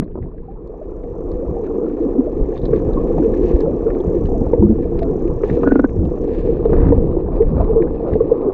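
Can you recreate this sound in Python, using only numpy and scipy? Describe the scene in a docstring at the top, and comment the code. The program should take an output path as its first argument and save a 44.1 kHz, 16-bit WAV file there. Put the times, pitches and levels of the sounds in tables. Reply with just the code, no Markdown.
"""River water churns and hums around a sealed camera towed just above the bed: muffled bubble noise and
two resonances of the housing. Eddies rumble on it as low noise, and silt brushes past in bright flecks.
Bubbles glug as gliding decaying tones, small ones gurgle and fizz; bumps and grit ring housing and shell.
The housing judders once in five quick knocks and later rasps in even slips; a faint, high, fast ticking
fades in early and stops at 6.25 s."""
import sys
import numpy as np
from scipy import signal
from scipy.fft import rfft, irfft, next_fast_len
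from scipy.io import wavfile
from scipy.ndimage import uniform_filter1d, minimum_filter1d

SR = 44100
rng = np.random.default_rng(int(sys.argv[2]) if len(sys.argv) > 2 else 0)


def master(y):
    """Save y as 16-bit WAV."""
    cut = np.clip(np.atleast_2d(y).T, -1, 1)
    pcm = np.round(cut * 32767)  # scale
    wavfile.write(sys.argv[1], SR, pcm.astype(np.int16))


N = 376173
TIME = np.arange(N) / SR
CRUISE_DB = -21      # flow level at cruising speed; the sounds that follow the flow refer to it
SHELL_TOP_HZ = 2700  # top of the shell's scratching in the judder and the drag


def from_db(db):
    """Level is logarithmic in amplitude: decibels to gain."""
    return 10 ** (np.asarray(db) / 20)


def rms_one(x):
    """Power is the mean square: scale to unit power."""
    return x / np.sqrt(np.mean(x ** 2) + 1e-20)


def peak_one(x):
    """Scale to unit peak amplitude."""
    return x / np.abs(x).max()


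def in_time(rows):
    """Linear interpolation: the columns of a curve at every sample."""
    s, *columns = np.transpose(rows)
    return [np.interp(TIME, s, c) for c in columns]


def drift(rate_hz):
    """Low-passed noise: a smooth random fluctuation of spread 1."""
    step = 40  # samples between the points of the slow curve
    hz = np.arange(8193) * SR / step / 16384
    noise = rng.standard_normal(2 * len(hz) - 2)
    slow = rms_one(irfft(rfft(noise) / (1 + (hz / rate_hz) ** 2) ** 2))
    return np.interp(np.arange(N) / step, np.arange(len(slow)), slow)


def coloured(x, spectrum):
    """Spectral filtering: shape a steady sound by a curve over log frequency; rms 1."""
    size = next_fast_len(N)
    hz, db = np.transpose(spectrum)
    bin_hz = np.maximum(np.arange(size // 2 + 1) * SR / size, 1)
    gain = from_db(np.interp(np.log(bin_hz), np.log(hz), db))
    return rms_one(irfft(rfft(x, size) * gain, size)[:N])


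def ring(clicks, modes):
    """Modal resonance: an excitation sets exponentially decaying sines ringing."""
    out = 0
    for hz, db, t60 in modes:
        radius = np.exp(-np.log(1000) / (t60 * SR))
        angle = 2 * np.pi * hz / SR
        poles = [1, -2 * radius * np.cos(angle), radius * radius]
        out = out + from_db(db) * signal.lfilter([0, np.sin(angle)], poles, clicks + 1e-18)
    return out


def grains(per_s, spread_db):
    """Shot noise: impacts at random moments, their levels spread exponentially in dB; rms 1."""
    level_db = spread_db * np.minimum(rng.exponential(1, N), 4)
    sizes = from_db(level_db) * rng.choice([-1, 1], N)
    return rms_one(sizes * (rng.random(N) < per_s / SR))


def around(s):
    """Sample indices near a moment, and their times from it in s."""
    near = np.arange(max(int((s - .06) * SR), 0), min(int((s + .25) * SR), N))
    return near, near / SR - s


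def swell_and_die(t, swell, t60):
    """Damped response: a rounded rise to 1 at t = 0, then an exponential decay."""
    soft = np.hypot(t, swell) - swell
    return np.where(t < 0, np.exp(-(t / swell) ** 2), np.exp(-np.log(1000) * soft / t60))


def passing(rows):
    """Drifting sources: gain that swells and fades as a Gaussian around each moment."""
    return sum(from_db(db) * np.exp(-((TIME - s) / length) ** 2) for s, db, length in rows)


def churn(level_db, brightness):
    """Bubble noise, muffled by the housing: each band fluctuates in clouds of its own, so the hum gurgles."""
    # spectrum of the churning: hz, relative_db
    churn_spectrum = [(20, -58.5), (90, -32), (170, -9.5), (250, -1.5), (340, 3.5), (385, 1.5), (450, 2),
                      (510, -2), (590, -17.5), (720, -20), (880, -25.5), (1200, -31.5), (1390, -52),
                      (7000, -110)]
    water = coloured(grains(per_s=500, spread_db=-0.5) + .5 * rng.standard_normal(N), churn_spectrum)
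    size = next_fast_len(N)
    bins = rfft(water, size)
    octaves = np.log2(np.maximum(np.linspace(0, SR / 2, len(bins)), 1) / 400)  # from 400 Hz
    together_db = drift(rate_hz=7.6)
    out = 0
    for centre in np.arange(-3, 5) / 2:
        # overlapping triangular bands, half an octave apart
        share = np.maximum(1 - 2 * np.abs(np.clip(octaves, -1.5, 2) - centre), 0)
        cloud_db = brightness * centre + together_db + 1.62 * drift(rate_hz=18.0)
        out = out + from_db(cloud_db) * irfft(bins * share, size)[:N]
    return from_db(level_db + 1.18) * out


def hum(flow_db):
    """Flow-excited resonance: broadband noise keeps two modes of the housing softly ringing."""
    # resonances that the flow draws from the housing: hz, relative_db, t60_s
    hum_modes = [(214.6, -12.5, 0.53), (464.5, 16.5, 0.13)]
    band = signal.butter(4, [170, 560], "band", fs=SR, output="sos")
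    tone = signal.sosfilt(band, ring(rng.standard_normal(N), hum_modes))
    cruise_hum_db, follows = -30, 1  # level at cruising speed; share of the flow's swing
    return from_db(cruise_hum_db + follows * (flow_db - CRUISE_DB)) * rms_one(tone)


def rumble(turbulence_db):
    """Turbulent pressure: large eddies sway the housing, smaller ones buffet it in lumps; single ones pass."""
    # spectrum of the swaying: hz, relative_db
    sway_spectrum = [(4, -16), (12, 6.5), (22, 19), (35, 18.5), (52, 12), (75, -13.5), (200, -56.5),
                     (800, -120)]
    # spectrum of the buffeting: hz, relative_db
    buffet_spectrum = [(10, -30.5), (36, -20), (60, 2.5), (85, -0.5), (130, -6), (170, -1.5), (200, -8.5),
                       (260, -10), (600, -65.5), (3000, -120)]
    # single eddies that buffet the housing: centre_s, level_db, passing_s
    single_eddies = [(0.2, -28, 0.079), (1.11, -28, 0.031), (1.499, -23.5, 0.048), (2.41, -24, 0.06),
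                     (2.755, -22.5, 0.14), (4.08, -13, 0.014), (4.66, -16.5, 0.075), (5.13, -20, 0.038),
                     (5.331, -24, 0.062), (5.519, -14.5, 0.025), (6.021, -14.5, 0.066),
                     (6.91, -13.5, 0.052), (7.51, -19, 0.039), (8.14, -14, 0.015)]
    usual_turbulence_db = -26
    sway_db, sway_follows = -25.5, 0.81  # level at usual turbulence; share of its swing
    buffet_db, lumps_db = -4, 2  # level relative to the turbulence; spread of the lumps
    lumps = from_db(turbulence_db + buffet_db + lumps_db * drift(rate_hz=23))
    sway_gain = from_db(sway_db + sway_follows * (turbulence_db - usual_turbulence_db))
    sway = sway_gain * coloured(rng.standard_normal(N), sway_spectrum)
    buffet = coloured(rng.standard_normal(N), buffet_spectrum)
    return sway + np.hypot(lumps, passing(single_eddies)) * buffet


def silt_level(flow_db):
    """Addition of powers: a thin haze follows the flow, and each cloud adds to it, holds and thins; in dB."""
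    # clouds of silt that the camera passes through: start_s, length_s, level_db
    silt_clouds = [(2.555, 0.028, -56.5), (2.726, 0.066, -55), (3.162, 0.088, -57.5), (3.341, 0.28, -55.5),
                   (3.437, 0.067, -50.5), (4.14, 0.11, -61), (5.428, 0.15, -52), (5.61, 0.21, -61),
                   (6.218, 0.44, -62.5), (6.288, 0.22, -55.5), (6.702, 0.23, -60), (7.35, 0.054, -61),
                   (7.559, 0.087, -60.5), (8.079, 0.079, -59)]
    attack_s, release_s = 0.016, 0.019
    haze_db, follows = -61.5, 0.74  # level at cruising speed; share of the flow's swing
    power = from_db(haze_db + follows * (flow_db - CRUISE_DB)) ** 2
    for start, length, db in silt_clouds:
        before = np.maximum(start - TIME, 0) / attack_s
        after = np.maximum(TIME - start - length, 0) / release_s
        power = power + (from_db(db) * np.exp(-before - after)) ** 2
    return 10 * np.log10(power) + 0.5 * drift(rate_hz=26)


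def silt(level_db):
    """Granular friction: fine sediment brushes the shell in flecks; the thicker it comes, the brighter."""
    # spectrum of thin silt: hz, relative_db
    thin_spectrum = [(700, -26), (1400, -7), (1750, 5), (2050, -4.5), (2450, -2.5), (3100, -22.5),
                     (3750, -16), (4500, -20), (5300, -30), (7000, -41.5), (8500, -54.5), (15000, -60.5)]
    # spectrum of thick silt: hz, relative_db
    thick_spectrum = [(1500, -16), (2600, 4), (3100, -2.5), (3750, -4), (4500, -7.5), (5300, -13),
                      (7000, -14), (8500, -31), (15000, -37)]
    flecks_db = level_db + 2.2 * drift(rate_hz=30)
    # separate impacts over a softer steady noise make the brush, and likewise the spray
    brush = coloured(grains(per_s=300, spread_db=2.6) + .7 * rng.standard_normal(N), thin_spectrum)
    spray = coloured(grains(per_s=700, spread_db=2.2) + .4 * rng.standard_normal(N), thick_spectrum)
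    spray_db = np.minimum(-6.0 + 0.26 * (level_db + 55.0), -4.5)
    return from_db(flecks_db - 1.4) * (brush + from_db(spray_db) * spray)


def small_bubbles(flow_db):
    """Bubble resonance: small bubbles gurgle in swarms just above the hum, each at its own pitch."""
    # dense swarms of small bubbles: centre_s, level_db, passing_s
    dense_swarms = [(1.55, -50, .14), (2.57, -30.5, 0.021), (3.22, -36.5, 0.08), (3.92, -33.5, 0.09),
                    (6.82, -32, .08), (7.24, -40, 0.074), (7.61, -30.5, .06), (8.1, -31.5, 0.048),
                    (8.5, -43, 0.05)]
    pitches = np.geomspace(560, 1700, num=24)  # Hz
    births = grains(per_s=150, spread_db=3) * from_db(2 * drift(rate_hz=12))
    dealt = rng.integers(0, len(pitches), N)
    blips = 0
    for k, hz in enumerate(pitches):
        mode = (hz, -11 * np.log2(hz / pitches[0]), 32 / hz)
        blips = blips + ring(births * (dealt == k), [mode])
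    muffle = signal.butter(6, 1400, fs=SR, output="sos")
    cruise_bubbles_db, follows = -40, 0.65  # level at cruising speed; share of the flow's swing
    steady = from_db(cruise_bubbles_db + follows * (flow_db - CRUISE_DB))
    return np.hypot(steady, passing(dense_swarms)) * rms_one(signal.sosfilt(muffle, blips))


def fizz(flow_db):
    """Bubble resonance: tiny bubbles patter softly as short high pings, a little more in a strong flow."""
    pitches = np.geomspace(1300, 2700, num=16)  # Hz
    births = grains(per_s=60, spread_db=3)
    dealt = rng.integers(0, len(pitches), N)
    pings = 0
    for k, hz in enumerate(pitches):
        mode = (hz, -8 * np.log2(hz / pitches[0]), 34 / hz)
        pings = pings + ring(births * (dealt == k), [mode])
    band = signal.butter(2, [1000, 2500], "band", fs=SR, output="sos")
    cruise_fizz_db, follows = -68, 0.79  # level at cruising speed; share of the flow's swing
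    return from_db(cruise_fizz_db + follows * (flow_db - CRUISE_DB)) * rms_one(signal.sosfilt(band, pings))


def contact(t, length, rough):
    """Contact excitation: one hard click, and a grainy scuff that rises quickly and dies away."""
    rise_s = .0012
    grain = rng.standard_normal(len(t)) * rng.exponential(1, len(t))
    scuff = np.where(t < 0, np.exp(-(t / rise_s) ** 2), np.exp(-np.abs(t) / length)) * grain
    click = np.arange(len(t)) == np.argmin(np.abs(t))
    return click + rough * scuff / np.linalg.norm(scuff)


def scratch(t, length, hz, top_hz):
    """Modal excitation of the shell: a click and scrape ring it, duller for a lower top_hz; unit peak."""
    # resonances of the shell: hz, relative_db, t60_s
    shell_modes = [(1250, 2.5, 0.0078), (1700, 7, 0.0081), (2400, -8, 0.004), (3640, -6, 0.0072),
                   (4250, -4.5, 0.002), (6740, -8.5, .003)]
    muffle = signal.butter(5, min(top_hz, SR / 3), fs=SR, output="sos")
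    grain_mode = (hz, 4, .006)  # coarser grains sound lower
    scrape = ring(contact(t, length, rough=2.5), shell_modes + [grain_mode])
    return peak_one(signal.sosfilt(muffle, np.diff(scrape, prepend=0)))


def grit():
    """Impact and friction: each coarse grain strikes the shell and scrapes along it briefly."""
    # coarse grit scraping the shell: strike_s, peak_db, ring_hz, top_hz, scrape_s
    grit_grains = [(0.022, -41, 2000, 2500, .008), (0.04, -54, 4220, 4300, .004),
                   (0.078, -54, 1900, 2700, .006), (0.115, -54.5, 2600, 2800, .005),
                   (0.226, -42, 2000, 2300, 0.011), (0.38, -49, 1700, 2400, 0.0072),
                   (0.676, -54, 4200, 6500, .003), (1.036, -47, 1900, 3000, .005),
                   (1.316, -46, 4200, 5960, .004), (1.666, -39, 1910, 2800, .0031),
                   (1.901, -45, 2200, 3600, .004), (2.525, -42, 1780, 1900, .005),
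                   (2.559, -44, 3500, 3770, .012), (2.577, -39, 3600, 3900, .008),
                   (2.615, -45, 3850, 4100, .02), (2.655, -33, 3850, 4270, .007),
                   (2.735, -32, 1950, 2270, .005), (2.761, -39, 1900, 3720, .003),
                   (2.934, -42.5, 3560, 4950, .0036), (3.247, -39.5, 2000, 3000, .004),
                   (3.339, -36, 2000, 3030, .0055), (3.607, -35, 3900, 6000, .002),
                   (3.903, -32, 1610, 2300, .006), (3.95, -36.5, 1800, 3180, .003),
                   (4.004, -43.5, 3350, 3870, .004), (4.257, -37.5, 2800, 4850, .005),
                   (4.534, -35, 2010, 2900, .005), (4.991, -32.5, 2200, 4500, .0044),
                   (5.031, -32, 2000, 4280, .0034), (5.277, -38, 2200, 3200, .005),
                   (5.499, -27, 1720, 2700, .0054), (5.634, -33, 2500, 3000, .003),
                   (5.75, -42, 2700, 4430, .003), (5.801, -43, 3500, 7200, .001),
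                   (5.892, -40, 2180, 2540, .0034), (6.053, -42.5, 2670, 4200, .0043),
                   (6.655, -40, 2400, 3840, .004), (6.732, -28, 1500, 2120, .008),
                   (6.923, -30.5, 1900, 2000, .005), (7.114, -41, 1800, 2600, .0043),
                   (7.422, -37, 1860, 2930, .005), (7.463, -58, 1910, 3030, .004),
                   (7.644, -41, 2000, 3620, 0.006), (7.823, -30, 2000, 2400, .0048),
                   (7.873, -35.5, 1540, 1790, .009), (8.134, -31, 1900, 2970, 0.0057),
                   (8.317, -44.5, 1900, 3680, .005)]
    out = np.zeros(N)
    for s, db, hz, top_hz, length in grit_grains:
        near, t = around(s)
        out[near] += from_db(db) * scratch(t, length, hz, top_hz)
    return out


def knock(t, length, top_hz):
    """Modal excitation of the water-damped housing: a contact rings it, dull if soft; unit peak."""
    # resonances of the housing: hz, relative_db, t60_s
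    housing_modes = [(470, 16.5, 0.014), (600, 8.5, 0.013), (900, 1, 0.02), (1170, -8.5, 0.02),
                     (1450, -17, 0.0023), (1880, -14, 0.0089)]
    dull = signal.butter(7, min(top_hz, SR / 3), fs=SR, output="sos")
    return peak_one(signal.sosfilt(dull, ring(contact(t, length, rough=1.5), housing_modes)))


def bumps():
    """Impact response: each bump is a knock, followed by a short boom of the whole housing."""
    # bumps against the housing: contact_s, contact_db, contact_top_hz, boom_db, boom_hz
    bump_contacts = [(0.023, -23, 2000, -16.5, 193), (0.155, -18, 1250, -22, 343),
                     (0.174, -23, 1120, -24, 370), (0.187, -24, 1200, -29, 362),
                     (0.277, -39, 690, -30, 243), (2.633, -12, 600, -28, 340),
                     (2.732, -12.5, 1900, -4.5, 433), (3.18, -9.5, 1250, -23, 780),
                     (4.299, -13.5, 750, -11, 452), (4.532, -4, 900, -1, 483), (4.624, -10, 1124, -10, 399),
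                     (5.435, -11, 2600, -5.5, 413), (5.568, -13.5, 900, -9, 470),
                     (5.633, -8.5, 1540, -41, 390), (6.654, -8, 1140, -5, 443),
                     (6.731, -7.5, 1450, -8.5, 353), (6.922, -7, 980, -1, 470), (6.978, -15, 800, -14, 470),
                     (7.167, -9.5, 850, -9, 349), (8.154, -10, 760, -7, 442), (8.206, -12, 1200, -3, 456),
                     (8.316, -11.5, 715, -14, 467), (8.461, -15, 900, -9.5, 423)]
    delay_s, swell_s, t60_s = 0.0043, 0.0037, 0.04  # of the boom
    out = np.zeros(N)
    for s, contact_db, top_hz, boom_db, boom_hz in bump_contacts:
        near, t = around(s)
        boom = swell_and_die(t - delay_s, swell_s, t60_s) * np.sin(2 * np.pi * boom_hz * t)
        out[near] += from_db(contact_db) * knock(t, .0065, top_hz) + from_db(boom_db) * boom
    return out


def glugs():
    """Bubble resonance: each large bubble swells in about two cycles, rings, and glides as it changes shape."""
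    # large bubbles: peak_s, peak_db, pitch_hz, t60_s, glide_octaves_per_s
    large_bubbles = [(0.487, -32.5, 765, 0.11, 3), (0.818, -23, 609, 0.038, -1),
                     (1.045, -35.5, 705, 0.068, 0.5), (1.43, -18.5, 541.4, .094, -3),
                     (1.567, -28, 780, 0.078, -0.5), (1.599, -16, 463.5, .08, 1),
                     (2.01, -9.5, 320, .031, 1.5), (2.058, -11.5, 275.5, 0.073, -1.5),
                     (2.19, -4, 272.6, 0.064, -5.5), (2.275, -19, 610, 0.052, -2),
                     (2.974, -22, 1074, 0.068, 2), (3.185, -20.5, 740, 0.039, 0.5),
                     (3.203, -5.5, 312.8, 0.053, -1.5), (3.25, -8, 459, 0.18, 0.5),
                     (3.637, -9, 438, 0.13, 4), (3.668, -14, 518.5, .13, 5.5),
                     (3.869, -6.5, 450.4, 0.063, 1.5), (4.166, -7.5, 357.6, 0.023, -1.5),
                     (4.35, -22.5, 680, 0.14, -3.5), (4.412, -12.5, 245, 0.076, -0.5),
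                     (4.415, -28, 790, 0.056, -1.5), (4.624, -5, 210.4, 0.28, -1),
                     (4.636, -2, 342, 0.097, 1), (4.70, -6.5, 330.7, 0.067, 0), (4.704, -5.5, 217, 0.13, 2),
                     (4.858, -25, 651, 0.028, -1.5), (5.022, -16.5, 671, 0.12, -0.9),
                     (5.257, -9.5, 350.6, 0.1, 0), (6.492, -7.5, 468.4, 0.044, -0.5),
                     (6.909, -5.5, 281.7, 0.094, 2), (7.409, -2, 415.4, 0.054, 1.5),
                     (7.422, -2, 442.4, 0.05, 4.5), (7.703, -10, 448.3, .09, 3.5),
                     (7.763, -4, 448.7, 0.19, 0), (7.812, -7.5, 349, 0.1, -2.5),
                     (7.978, -52, 2560, 0.035, -0.5), (8.204, -29.5, 1100, 0.045, 1),
                     (8.32, -1.5, 470, 0.058, -6), (8.485, -9.5, 382.6, 0.058, -1)]
    out = np.zeros(N)
    for s, db, hz, t60, glide in large_bubbles:
        near, t = around(s)
        phase = 2 * np.pi * (np.cumsum(hz * 2 ** (glide * t)) / SR + rng.random())
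        out[near] += from_db(db) * swell_and_die(t, 2.1 / hz, t60) * np.sin(phase)
    return out


def ticking():
    """Periodic excitation of high resonances over a thin hiss: it fades in, wavers, slows a little, stops."""
    # pace of the ticking: time_s, ticks_per_s
    tick_pace = [(0, 37.6), (3, 36.1), (6.3, 35.1)]
    # level of the ticking: time_s, level_db
    tick_level = [(0.55, -100), (0.68, -87), (1.25, -76), (2.4, -75), (3.45, -66.5), (3.7, -74), (4.3, -67),
                  (4.8, -78), (5.2, -69.5), (5.66, -69), (5.72, -73), (6.24, -71)]
    # resonances of the ticking: hz, relative_db, t60_s
    tick_modes = [(5600, -4, 0.0065), (5940, 1, 0.007), (6390, 1, .009), (6700, -4.5, 0.0059),
                  (7460, -3, 0.0084)]
    stop_s = 6.25
    per_s, level_db = in_time(tick_pace) + in_time(tick_level)
    beats = np.diff(np.floor(np.cumsum(per_s) / SR), prepend=0)
    fade = np.exp(-1 / (.0014 * SR))
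    # a double pole rounds each beat into a pulse
    strength = peak_one(signal.lfilter([1], [1, -2 * fade, fade ** 2], beats + 1e-18))
    hiss = 1 / 6
    bursts = (strength * from_db(1.2 * drift(rate_hz=20)) + hiss) * rng.standard_normal(N)
    band = signal.butter(2, [5000, 7400], "band", fs=SR, output="sos")
    ticks = rms_one(signal.sosfilt(band, ring(bursts, tick_modes)))
    return (TIME < stop_s) * from_db(level_db) * ticks


def shoves():
    """Pressure pulse: a big passing eddy gives the housing one suck and one push."""
    # big eddies that shove the housing: centre_s, envelope_db, pitch_hz
    big_eddies = [(2.423, -6, 32), (3.548, -2, 46), (4.601, -1.5, 72), (6.833, -3, 58), (6.985, -1.5, 60.5),
                  (7.612, -7.5, 57)]
    out = np.zeros(N)
    for s, db, hz in big_eddies:
        near, t = around(s)
        out[near] += from_db(db) * np.exp(-(t * hz / 0.46) ** 2) * np.sin(2 * np.pi * hz * t)
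    return out


def judder():
    """Contact stiffening: pitch shoots up and sinks into a thud; the shell cracks, rubbing rasps and squeaks."""
    # the judder: knock_s, relative_knock_db, squeak_db, squeak_delay_s, squeak_decay_s, squeak_hz
    judder_knocks = [(5.675, -5, -20, 0.00072, 0.009, 1470), (5.7208, -4.5, -17.5, -0.0042, 0.0055, 1490),
                     (5.7572, -6, -22.5, 0.0036, 0.0054, 1430), (5.7952, -6, -12.5, 0.002, 0.0025, 1420),
                     (5.844, -7, -19, 0.0029, 0.0051, 1510)]
    thud_db, rub_db, crack_db = 7.0, -8, -28  # relative to the knock
    rub_s, rub_top_hz, crack_hz = 0.0046, 1780, 1900
    out = np.zeros(N)
    for s, db, squeak_db, delay, length, squeak_hz in judder_knocks:
        near, t = around(s)
        hz = 215 + 190 * np.exp(-np.abs(t) / 0.00501) + 750 * np.exp(-(t / 0.00044) ** 2)
        force = np.exp(-np.hypot(t - .003, .002) / .0065) * (1 - .55 * np.exp(-(t / .001) ** 2))
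        thud = force * np.sin(2 * np.pi * np.cumsum(hz) / SR)
        # the squeak wavers in pitch and is rough in level
        wobble, grip = rms_one(uniform_filter1d(rng.standard_normal((2, len(t))), size=70))
        waver = 1 + .036 * wobble
        roughness = 1 + .2 * uniform_filter1d(grip, size=40)
        pressure = np.exp(-np.hypot(t - delay, .002) / length) * roughness
        squeak = pressure * np.sin(2 * np.pi * np.cumsum(squeak_hz * waver) / SR)
        rub = knock(t, rub_s, rub_top_hz)
        crack = scratch(t, rub_s, crack_hz, SHELL_TOP_HZ)
        blow = from_db(thud_db) * thud + from_db(rub_db) * rub + from_db(crack_db) * crack
        out[near] += from_db(db) * blow + from_db(squeak_db) * squeak
    return out


def drag():
    """Stick-slip friction: a short rasp of even slips, each knocking the housing and scratching its shell."""
    # level of the slips as the housing drags: time_s, level_db
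    slip_level = [(6.75, -22), (6.765, -18), (6.8, -18.5), (6.85, -18), (6.87, -15.5), (6.905, -22)]
    start_s, every_s, contact_s = 6.749, .017, .009
    top_hz, shell_hz, shell_db = 1750, 1350, -20  # shell level relative to the knock
    out = np.zeros(N)
    for s in np.arange(start_s, slip_level[-1][0], every_s):
        near, t = around(s)
        shell = from_db(shell_db) * scratch(t, contact_s, shell_hz, SHELL_TOP_HZ)
        slip = knock(t, contact_s, top_hz) + shell
        out[near] += from_db(np.interp(s, *np.transpose(slip_level))) * slip
    return out


def scene():
    """Superposition: everything reaches the one microphone through the housing."""
    # the flow, heard as churning; silt and bubbles follow it: time_s, level_db, brightness_db_per_octave
    flow_curve = [(0.0, -30, -22.5), (0.06, -37.5, -7), (0.14, -39.5, -3), (0.22, -34, -9),
                  (0.32, -38.5, -2.5), (0.64, -37, 4.5), (1.52, -24, 2), (2.06, -22, 0), (2.58, -23.5, 0.5),
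                  (2.76, -19, 0), (2.92, -19.5, 2.5), (3.23, -18, -1), (4.01, -21, 2), (4.92, -22, -3),
                  (5.51, -22.5, 3), (5.64, -15, -2.5), (5.73, -24.5, -6), (5.86, -27, 2), (6.1, -23.5, -1),
                  (6.79, -17.5, 1), (7.15, -23.5, 1.5), (7.46, -22.5, 5), (7.92, -22.5, 2.5),
                  (8.12, -21, 1), (8.53, -22.5, 6)]
    # strength of the turbulence on the housing: time_s, level_db
    turbulence_curve = [(0.0, -33), (0.52, -35), (0.78, -37.5), (1.33, -27), (1.85, -34.5), (2.87, -22),
                        (3.44, -21), (3.82, -28), (4.08, -25.5), (4.28, -18), (4.51, -20.5), (4.77, -22.5),
                        (6.41, -25.5), (6.94, -10), (7.27, -22), (7.67, -13.5), (7.89, -25.5),
                        (8.53, -27.5)]
    flow_db, brightness = in_time(flow_curve)
    turbulence_db, = in_time(turbulence_curve)
    water = churn(flow_db, brightness) + hum(flow_db) + rumble(turbulence_db) + shoves()
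    sediment = silt(silt_level(flow_db))
    bubbles = glugs() + small_bubbles(flow_db) + fizz(flow_db)
    contacts = grit() + bumps() + judder() + drag()
    return (water + sediment + bubbles + contacts + ticking())[None]


def record(dry):
    """Peak limiting and low-pass filtering: a smooth gain holds peaks to full scale, then the top is cut."""
    room = minimum_filter1d(1 / np.maximum(np.abs(dry), 1), size=441)
    gain = uniform_filter1d(uniform_filter1d(room, size=220), size=220)
    top_cut = signal.cheby2(12, 70, 15500, fs=SR, output="sos")  # 70 dB down from 15500 Hz
    return signal.sosfilt(top_cut, dry * gain)


dry = scene()
out = record(dry)
master(out)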